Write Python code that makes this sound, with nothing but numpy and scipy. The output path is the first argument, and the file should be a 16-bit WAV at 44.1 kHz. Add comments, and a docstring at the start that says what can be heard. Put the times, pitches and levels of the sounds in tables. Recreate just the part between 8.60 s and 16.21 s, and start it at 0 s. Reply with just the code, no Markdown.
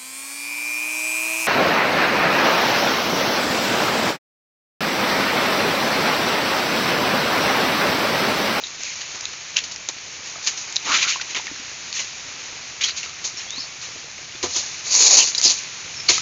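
"""A man wades through a hissing palm swamp: ribs crack and ring, dry fronds crackle in short brushes and flicks.
From about 1.8 s mud plops and low knocks sound, as short damped sines; near 4.9 s a stalk squeaks, a rising sine.
At 5.8 s he chops a stalk, which rings in its modes; at 6.2 s the frond drags down in a dense crackle of slips.
More blows follow to the end. Short gliding noise bands scrape or brighten other sounds; a narrow-band phone is
close by."""
import sys
import numpy as np
from scipy import signal
from scipy.fft import rfft, irfft
from scipy.io import wavfile
from scipy.ndimage import uniform_filter1d, minimum_filter1d, map_coordinates

SR = 44100
rng = np.random.default_rng(int(sys.argv[2]) if len(sys.argv) > 2 else 0)


def log_audio(samples):
    """Write samples as a 16-bit WAV file to the path given in sys.argv[1]."""
    # one column per channel
    frames = np.atleast_2d(samples).T
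    # limit to full scale, then quantise
    limited = np.clip(frames, -1, 1)
    pcm = np.round(limited * 32767).astype(np.int16)
    wavfile.write(sys.argv[1], SR, pcm)


N = 335601
TIME = np.arange(N) / SR


def from_db(db):
    """Decibels to gain."""
    return 10 ** (np.asarray(db) / 20)


def rms_one(x):
    """Scale to unit rms."""
    return x / np.sqrt(np.mean(x ** 2) + 1e-20)


def in_time(rows):
    """Curve columns joined by straight lines, one value a sample."""
    time_s, *columns = np.transpose(rows)
    return [np.interp(TIME, time_s, column) for column in columns]


def during(rows):
    """True between a curve's first and last point."""
    return (TIME > rows[0][0]) & (TIME < rows[-1][0])


def butter(x, hz, kind, order=2):
    """Causal Butterworth filter."""
    return signal.sosfilt(signal.butter(order, hz, kind, fs=SR, output="sos"), x)


def drift(rate_hz):
    """Smooth random curve of unit rms, from 2 * rate_hz knots a second."""
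    knots = rng.standard_normal(4000)
    return rms_one(map_coordinates(knots, [TIME * 2 * rate_hz], order=3, mode="wrap"))


def colour(x, spectrum, size=2048):
    """Causal (minimum-phase) filter that follows a spectrum."""
    hz, db = np.transpose(spectrum)
    grid_hz = np.maximum(np.arange(size // 2 + 1) * SR / size, 1)
    gain = from_db(np.interp(np.log(grid_hz), np.log(hz), db))
    cepstrum = irfft(np.log(gain))
    # fold the cepstrum: minimum phase
    cepstrum[1:size // 2] *= 2
    cepstrum[size // 2 + 1:] = 0
    impulse = irfft(np.exp(rfft(cepstrum)))
    return signal.fftconvolve(x, impulse)[:len(x)]


def ring(clicks, hz, t60_s):
    """Two-pole resonator: a unit click sets a decaying sine of height 1 ringing."""
    r = np.exp(-np.log(1000) / (t60_s * SR))
    w = 2 * np.pi * hz / SR
    return signal.lfilter([0, np.sin(w)], [1, -2 * r * np.cos(w), r * r], clicks + 1e-18)


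def add(out, time_s, sound):
    """Mix a sound in at its time."""
    at = max(int(time_s * SR), 0)
    out[at:at + len(sound)] += sound[:N - at]


def swell(rise_s, decay_s, curve=0.62):
    """Leaves load up, then die away as they spring free."""
    t = TIME[:SR]
    return np.minimum(t / rise_s, 1) ** curve * np.exp(-np.maximum(t - rise_s, 0) / decay_s)


def crackle(per_s, spread_db, clump_db, cycles, count=24):
    """Fibres slip in clumps; each slip ticks and rings one leaflet, t60 a set number of cycles."""
    clumps = from_db(clump_db * drift(130))
    sizes = from_db(spread_db * np.minimum(rng.exponential(1, N), 3)) * rng.choice([-1, 1], N)
    slips = sizes * clumps * (rng.random(N) < per_s / SR)
    leaflet = rng.integers(0, count, N)
    rings = np.zeros(N)
    for k, hz in enumerate(np.geomspace(900, 7400, count)):
        rings += ring(slips * (leaflet == k), hz, cycles / hz) * hz ** 0.52
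    return rms_one(rms_one(slips) + 0.57 * rms_one(rings))


RIB_HZ, LEAF_HZ = 1100, 3610  # band edges: stalk | midribs | leaflets


def frond_parts(x):
    """Leaflets sound high, midribs in the middle, the stalk low; rms 1 each."""
    leaflets = rms_one(butter(x, LEAF_HZ, "high", order=4))
    midribs = rms_one(butter(x, [RIB_HZ, LEAF_HZ], "band", order=4))
    stalk = rms_one(butter(x, RIB_HZ, "low", order=4))
    return leaflets, midribs, stalk


# grove hiss before trim: (time [s], level [dB])
GROVE_LEVEL = [(0, -34.5), (.55, -32), (1.3, -34), (2.1, -31.5), (3.6, -32), (5.7, -34.3), (6.15, -31.5),
               (7.1, -31.5)]
# hiss spectrum: (frequency [Hz], relative density [dB per Hz])
GROVE_SPECTRUM = [(60, -31.5), (180, -13), (280, -8.5), (600, -8.5), (1100, -5), (1700, -3), (2450, 2.5),
                  (3300, -3), (4200, 0), (4900, -2), (6400, 3), (6950, 0), (7500, -20), (8000, -42.5)]
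# handling rumble before trim: (time [s], level [dB])
RUMBLE_LEVEL = [(0, -57.5), (5.7, -55), (6.9, -55.5), (7.6, -49)]
# rumble spectrum: (frequency [Hz], relative density [dB per Hz])
RUMBLE_SPECTRUM = [(20, -36), (35, -34.5), (52, -8.5), (85, -2.5), (150, -3), (210, -10.5), (400, -21.5)]


def grove(hiss_trim_db=-2.0, ticks_db=-12, rumble_trim_db=0.5):
    """Far leaves merge into a hiss with faint ticks; the hand-held phone rumbles."""
    far = rng.standard_normal(N) * from_db(.5 * drift(9.7))
    ticks = from_db(ticks_db) * crackle(per_s=320, spread_db=4.5, clump_db=7.0, cycles=69)
    hiss = rms_one(colour(far + ticks, GROVE_SPECTRUM))
    rumble = colour(rng.standard_normal(N), RUMBLE_SPECTRUM, size=8192)
    rumble = rms_one(butter(rumble, [40, 500], "band"))
    hiss_gain = from_db(in_time(GROVE_LEVEL)[0] + hiss_trim_db)
    rumble_gain = from_db(in_time(RUMBLE_LEVEL)[0] + rumble_trim_db)
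    return hiss_gain * hiss + rumble_gain * rumble


def wet_mud(per_s=40, cycles=9, level_db=-55, count=16):
    """Tiny air pockets keep opening in the trodden mud, each a faint, damped pop at one of several pitches."""
    pops = (rng.random(N) < per_s / SR) * from_db(3 * rng.standard_normal(N))
    pocket = rng.integers(0, count, N)
    rings = np.zeros(N)
    for k, hz in enumerate(np.geomspace(360, 1500, count)):
        rings += np.sqrt(hz) * ring(pops * (pocket == k), hz, cycles / hz)
    return from_db(level_db) * rms_one(rings)


# mud plops, and low knocks near 250-290 Hz:
# (time [s], sine level before fades [dB], start pitch [Hz])
PLOPS_AND_KNOCKS = [(1.757, -26.5, 1220), (1.76, -32.5, 670), (2.298, -28, 270), (2.559, -17, 1030),
                    (2.598, -22.5, 1445), (2.797, -27, 930), (2.879, -21, 1790), (2.914, -30, 290),
                    (2.996, -34, 256), (4.979, -33.5, 260), (6.852, -30.5, 255)]
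DECAY_AT_1KHZ_S = 0.0039


def plops_and_knocks(glide=0.028):
    """Short damped sines, slightly rising in pitch; lower ones ring longer."""
    out, t = np.zeros(N), TIME[:SR // 10]
    for time_s, db, hz in PLOPS_AND_KNOCKS:
        decay_s = DECAY_AT_1KHZ_S * np.sqrt(1000 / hz)
        turns = hz * (t + glide * t * t / (2 * decay_s))  # glide: pitch rise per decay time
        fade = np.exp(-t / decay_s) * (1 - np.exp(-t / 0.00026))
        add(out, time_s, from_db(db) * np.sin(2 * np.pi * turns) * fade)
    return out


# a stalk squeaking against another: (time [s], pitch [Hz], level before trim [dB])
STALK_SQUEAK = [(4.87, 3220, -44), (4.912, 3610, -29), (4.95, 3870, -32.5), (4.985, 4450, -25),
                (5.005, 5170, -34), (5.04, 5260, -32), (5.08, 5450, -47)]


def squeak(trim_db=-2.5, flutter_db=4.0):
    """Stick and slip between smooth stalks, unsteady and quickening."""
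    hz, db = in_time(STALK_SQUEAK)
    turns = np.cumsum(hz * (1 + .022 * drift(600))) / SR
    gain = during(STALK_SQUEAK) * from_db(db + trim_db + flutter_db * drift(120))
    return gain * np.sin(2 * np.pi * turns)


# some scrapes, others brightening the squeak, drag, flicks and blows:
# (time [s], length [s], start [Hz], end [Hz], width [Hz], rms level before swell [dB])
GLIDING_BANDS = [(0.225, .13, 2570, 2026, 300, -37), (2.255, .15, 1100, 1600, 460, -24.5),
                 (2.399, 0.13, 1443, 1350, 400, -32), (2.481, 0.1, 2200, 3025, 500, -30.5),
                 (4.243, .09, 4100, 4250, 700, -28), (4.759, 0.046, 5600, 5450, 350, -33.5),
                 (4.966, 0.11, 4300, 4400, 600, -34), (6.303, 0.22, 6520, 6780, 500, -18.5),
                 (6.43, 0.2, 850, 478, 248, -34.5), (6.566, 0.085, 3066, 2790, 500, -21),
                 (6.829, 0.071, 4840, 4610, 990, -14.5), (7.352, 0.089, 5400, 5300, 240, -32.5),
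                 (7.481, 0.02, 4410, 4510, 600, -12)]


def gliding_bands():
    """Short noise bands: slow noise on a gliding carrier, swelling and fading."""
    out = np.zeros(N)
    for time_s, length_s, start_hz, end_hz, width_hz, db in GLIDING_BANDS:
        along = np.linspace(0, 1, max(int(length_s * SR), 2))
        noise = butter(rng.standard_normal((2, SR // 2)), width_hz / 2, "low")[:, -len(along):]
        phase = 2 * np.pi * np.cumsum(start_hz + (end_hz - start_hz) * along) / SR
        sound = rms_one(noise[0] * np.cos(phase) + noise[1] * np.sin(phase))
        add(out, time_s, from_db(db) * np.sin(np.pi * along) * sound)
    return out


# ribs snapping: (time [s], peak [dB], ring [Hz], ring re crack [dB])
RIB_SNAPS = [(0.0372, -17, 3850, 14), (.069, -19.5, 3740, 3), (0.2342, -12, 6300, 0),
             (0.417, -15.5, 2840, -2.5), (.6087, -18, 6100, 3), (0.6543, -9.5, 3790, -1.5),
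             (0.9682, 4.5, 3130, -3), (0.977, -20, 2680, 19), (0.9887, -9.5, 3200, 2),
             (1.161, -14, 6280, -12), (1.288, -6.5, 6800, -11), (1.8731, -15, 6530, -12),
             (2.125, -15, 6440, -1), (2.159, -10, 5550, 2), (2.165, -2.5, 3720, 3.5),
             (2.7475, -13, 3080, 5), (3.3275, -11.5, 4380, -1), (4.24, -10.5, 3250, 16),
             (4.431, -15, 2730, 0.5), (4.6457, -14, 3150, -2), (4.906, -10.5, 3660, -9),
             (6.7488, -8, 3850, 4.5), (6.7795, -10.5, 4860, 13), (6.8141, -5.5, 6000, -4),
             (7.491, -6, 2180, 6.5)]
# leaf spectrum, for cracks and brushes: (frequency [Hz], relative density [dB per Hz])
LEAF_SPECTRUM = [(50, -46), (150, -29), (260, -17.5), (600, -18.5), (1000, -18.5), (1400, -16),
                 (1900, -1.5), (2450, 3), (3400, -2), (4200, 4), (5100, 1.5), (6400, 8.5), (6950, 6),
                 (7550, -14), (8000, -34.5)]
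# the more a rib rings, the longer it lasts; decay is for a ring as strong as the crack
SNAP_DECAY_S, RING_DB_PER_DOUBLING = .0015, 6.5


def snaps(wander=0.062):
    """A rib breaks with a brief crack and a well-damped, unsteady ring at its own pitch."""
    out, t = np.zeros(N), TIME[:SR // 20]
    for time_s, db, hz, ring_db in RIB_SNAPS:
        tear, bend = rng.standard_normal((2, len(t)))
        crack = rms_one(colour(tear, LEAF_SPECTRUM))
        turns = np.cumsum(hz * (1 + wander * rms_one(butter(bend, 800, "low")))) / SR
        rib_ring = rms_one(np.sin(2 * np.pi * turns))
        decay_s = SNAP_DECAY_S * 2 ** (ring_db / RING_DB_PER_DOUBLING)
        fade = (1 - np.exp(-t / 0.000084)) * np.exp(-t / decay_s)
        snap = (crack + from_db(ring_db) * rib_ring) * fade
        add(out, time_s, from_db(db) * snap / np.abs(snap).max())
    return out


# blade blows and knocks on the stalk: (time [s], level [dB])
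BLOWS = [(5.828, -21), (5.836, -5.5), (5.963, -20.5), (6.851, -13), (6.905, -26), (7.495, -8.5)]
# the stalk's modes: (frequency [Hz], level re blow [dB], t60 [s])
STALK_MODES = [(88, -33, 0.34), (255, -25.5, 0.17), (358, -13.5, 0.067), (430, -17, 0.041),
               (496, -22.5, 0.18), (711, -26, 0.16), (940, -29.5, 0.11), (1024, -17.5, 0.046),
               (1300, -36, 0.046)]


def chop():
    """The blade bites and sets the thick stalk ringing in modes of alternating sign."""
    blows = np.zeros(N)
    for time_s, db in BLOWS:
        add(blows, time_s, from_db([db]))
    out = np.zeros(N)
    for k, (hz, db, t60_s) in enumerate(STALK_MODES):
        out += (-1) ** k * from_db(db) * ring(blows, hz, t60_s)
    return out


# leaves pushed aside or trodden on:
# (time [s], level [dB], length [s], midrib re level [dB], stalk re level [dB])
LEAF_BRUSHES = [(0.174, -31.5, 0.24, -8, -35), (0.536, -34, 0.048, -6, -6.5), (1.285, -26, .016, -7, -6.5),
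                (1.617, -36, 0.15, -8, -11), (1.816, -29.5, .13, -18, -31), (1.864, -17, 0.026, -5.5, -21),
                (2.239, -26.5, 0.15, -0.5, -5.5), (2.311, -19.5, 0.093, 1.5, -23.5),
                (2.413, -20, 0.044, 0, -22), (2.471, -21, 0.072, -3, -32), (2.691, -34, 0.043, -.5, -14),
                (2.752, -28, 0.038, 3.5, -6), (3.329, -26.5, 0.1, -6.5, -32),
                (3.389, -23, 0.028, -5.5, -15.5), (4.233, -18, 0.032, -9.5, -26),
                (4.359, -25.5, 0.045, -11, -33), (4.757, -35.5, 0.11, -2.5, -12),
                (5.873, -26, 0.22, -23, -20), (5.943, -21, .065, -14, -16.5),
                (6.82, -13, 0.082, -20, -23.5), (6.891, -15, 0.039, -18.5, -20.5),
                (6.964, -29, 0.052, -11, -20), (7.527, -21, 0.078, -10, -21)]
# a bent frond springs free: (time [s], level [dB], decay [s], midrib re level [dB])
FROND_FLICKS = [(0.039, -35, 0.083, -11), (0.406, -29, .012, -3.5), (0.961, -23.5, 0.024, 0.5),
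                (1.036, -27, 0.014, -9), (1.112, -28, 0.018, -26), (1.97, -28, 0.044, -24),
                (2.609, -27.5, 0.0088, 3.5), (4.208, -24.5, 0.04, 0.5), (4.282, -25.5, 0.015, 1),
                (4.427, -33, 0.048, -2.5), (4.641, -22, 0.034, -17.5), (5.212, -32.5, 0.067, -7),
                (5.827, -21.5, 0.028, -7), (6.67, -19, .018, -14), (6.748, -26, 0.023, -25),
                (6.779, -20.5, 0.0215, -24), (7.486, -10, 0.031, -9)]
RISE_SHARE = 0.4  # of a brush's length loads the leaves; the rest is its decay time
FLICK_RISE_S, FLICK_STALK_DB = 0.0052, -19  # rise shared with the crunch; stalk re level
CRUNCH_DB, CRUNCH_DECAY_S = -22.5, 0.022  # dull crunch of stalk fibre, level re the blow


def brushes():
    """Slow pushes, quick flicks and blade blows all set the same fronds crackling."""
    slips = crackle(per_s=6000, spread_db=1.5, clump_db=0.57, cycles=37)
    parts = frond_parts(colour(slips, LEAF_SPECTRUM))
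    strokes = []
    for time_s, db, length_s, rib_db, stalk_db in LEAF_BRUSHES:
        shape = swell(RISE_SHARE * length_s, (1 - RISE_SHARE) * length_s)
        strokes.append((time_s, db, shape, rib_db, stalk_db))
    for time_s, db, decay_s, rib_db in FROND_FLICKS:
        strokes.append((time_s, db, swell(FLICK_RISE_S, decay_s), rib_db, FLICK_STALK_DB))
    power = np.zeros((3, N))  # overlapping strokes add in power
    for time_s, db, shape, rib_db, stalk_db in strokes:
        for part_power, part_db in zip(power, (0, rib_db, stalk_db)):
            add(part_power, time_s, (from_db(db + part_db) * shape) ** 2)
    crunch = swell(FLICK_RISE_S, CRUNCH_DECAY_S)
    for time_s, db in BLOWS:
        add(power[2], time_s, (from_db(db + CRUNCH_DB) * crunch) ** 2)
    return np.sum(np.sqrt(power) * parts, axis=0)


# force of the cut frond's drag: (time [s], level [dB])
DRAG_FORCE = [(6.24, -37.5), (6.276, -26), (6.288, -26.5), (6.332, -15), (6.584, -10), (6.65, -19)]
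# drag spectrum: (frequency [Hz], relative density [dB per Hz])
DRAG_SPECTRUM = [(60, -64), (170, -43), (330, -22), (550, -22.5), (1080, -25), (1400, -29.5), (2450, -10),
                 (3200, -20), (4400, -1.5), (5100, -6), (6000, 0), (6750, 4), (7500, -16.5), (8000, -23)]
# leaflets, midribs, stalk: level re the force [dB]
DRAG_PART_LEVELS_DB = [-0.5, -15.5, -22]
# leaflets, midribs, stalk: decay once the frond comes free [s]
DRAG_PART_DECAYS_S = [0.051, 0.023, .015]


def drag(catch_db=1.0):
    """Rows of leaflets rake over each other in a dense, bright crackle, catching and letting go."""
    slips = crackle(per_s=9000, spread_db=1.5, clump_db=1.3, cycles=40)
    parts = frond_parts(colour(slips, DRAG_SPECTRUM))
    force = from_db(in_time(DRAG_FORCE)[0] + catch_db * drift(30))
    force = (TIME > DRAG_FORCE[0][0]) * force
    freed_s = np.clip(TIME - DRAG_FORCE[-1][0], 0, 1)
    rake = np.zeros(N)
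    for db, decay_s, part in zip(DRAG_PART_LEVELS_DB, DRAG_PART_DECAYS_S, parts):
        rake += from_db(db) * np.exp(-freed_s / decay_s) * part
    return force * rake


def stems(x, echo_db=-15, decay_s=0.016):
    """The crowded stems scatter back many faint, early echoes."""
    t = TIME[:SR // 5]
    hits = rng.standard_normal(len(t)) * (rng.random(len(t)) < .03)
    echoes = hits * (t > .003) * np.exp(-t / decay_s)
    echoes /= np.linalg.norm(echoes)
    return x + from_db(echo_db) * signal.fftconvolve(x, echoes)[:N]


def scene():
    """Close rustles and snaps over the hiss of the grove; the sharp sounds echo off the stems."""
    sharp = snaps() + plops_and_knocks() + wet_mud() + squeak() + chop()
    return (brushes() + drag() + gliding_bands() + stems(sharp) + grove())[None]


CUTOFF_HZ = 7500


def voice_band(x):
    """Steep elliptic low-pass at the top of the phone's band."""
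    return signal.sosfilt(signal.ellip(10, .1, 75, CUTOFF_HZ, fs=SR, output="sos"), x)


def record(dry):
    """A fast limiter holds the peaks near full scale, and the phone cuts all above its band."""
    allowed = 1 / np.maximum(np.abs(voice_band(dry)), 1)
    gain = uniform_filter1d(minimum_filter1d(allowed, size=90), size=60)
    return voice_band(gain * dry)


dry = scene()
out = record(dry)
log_audio(out)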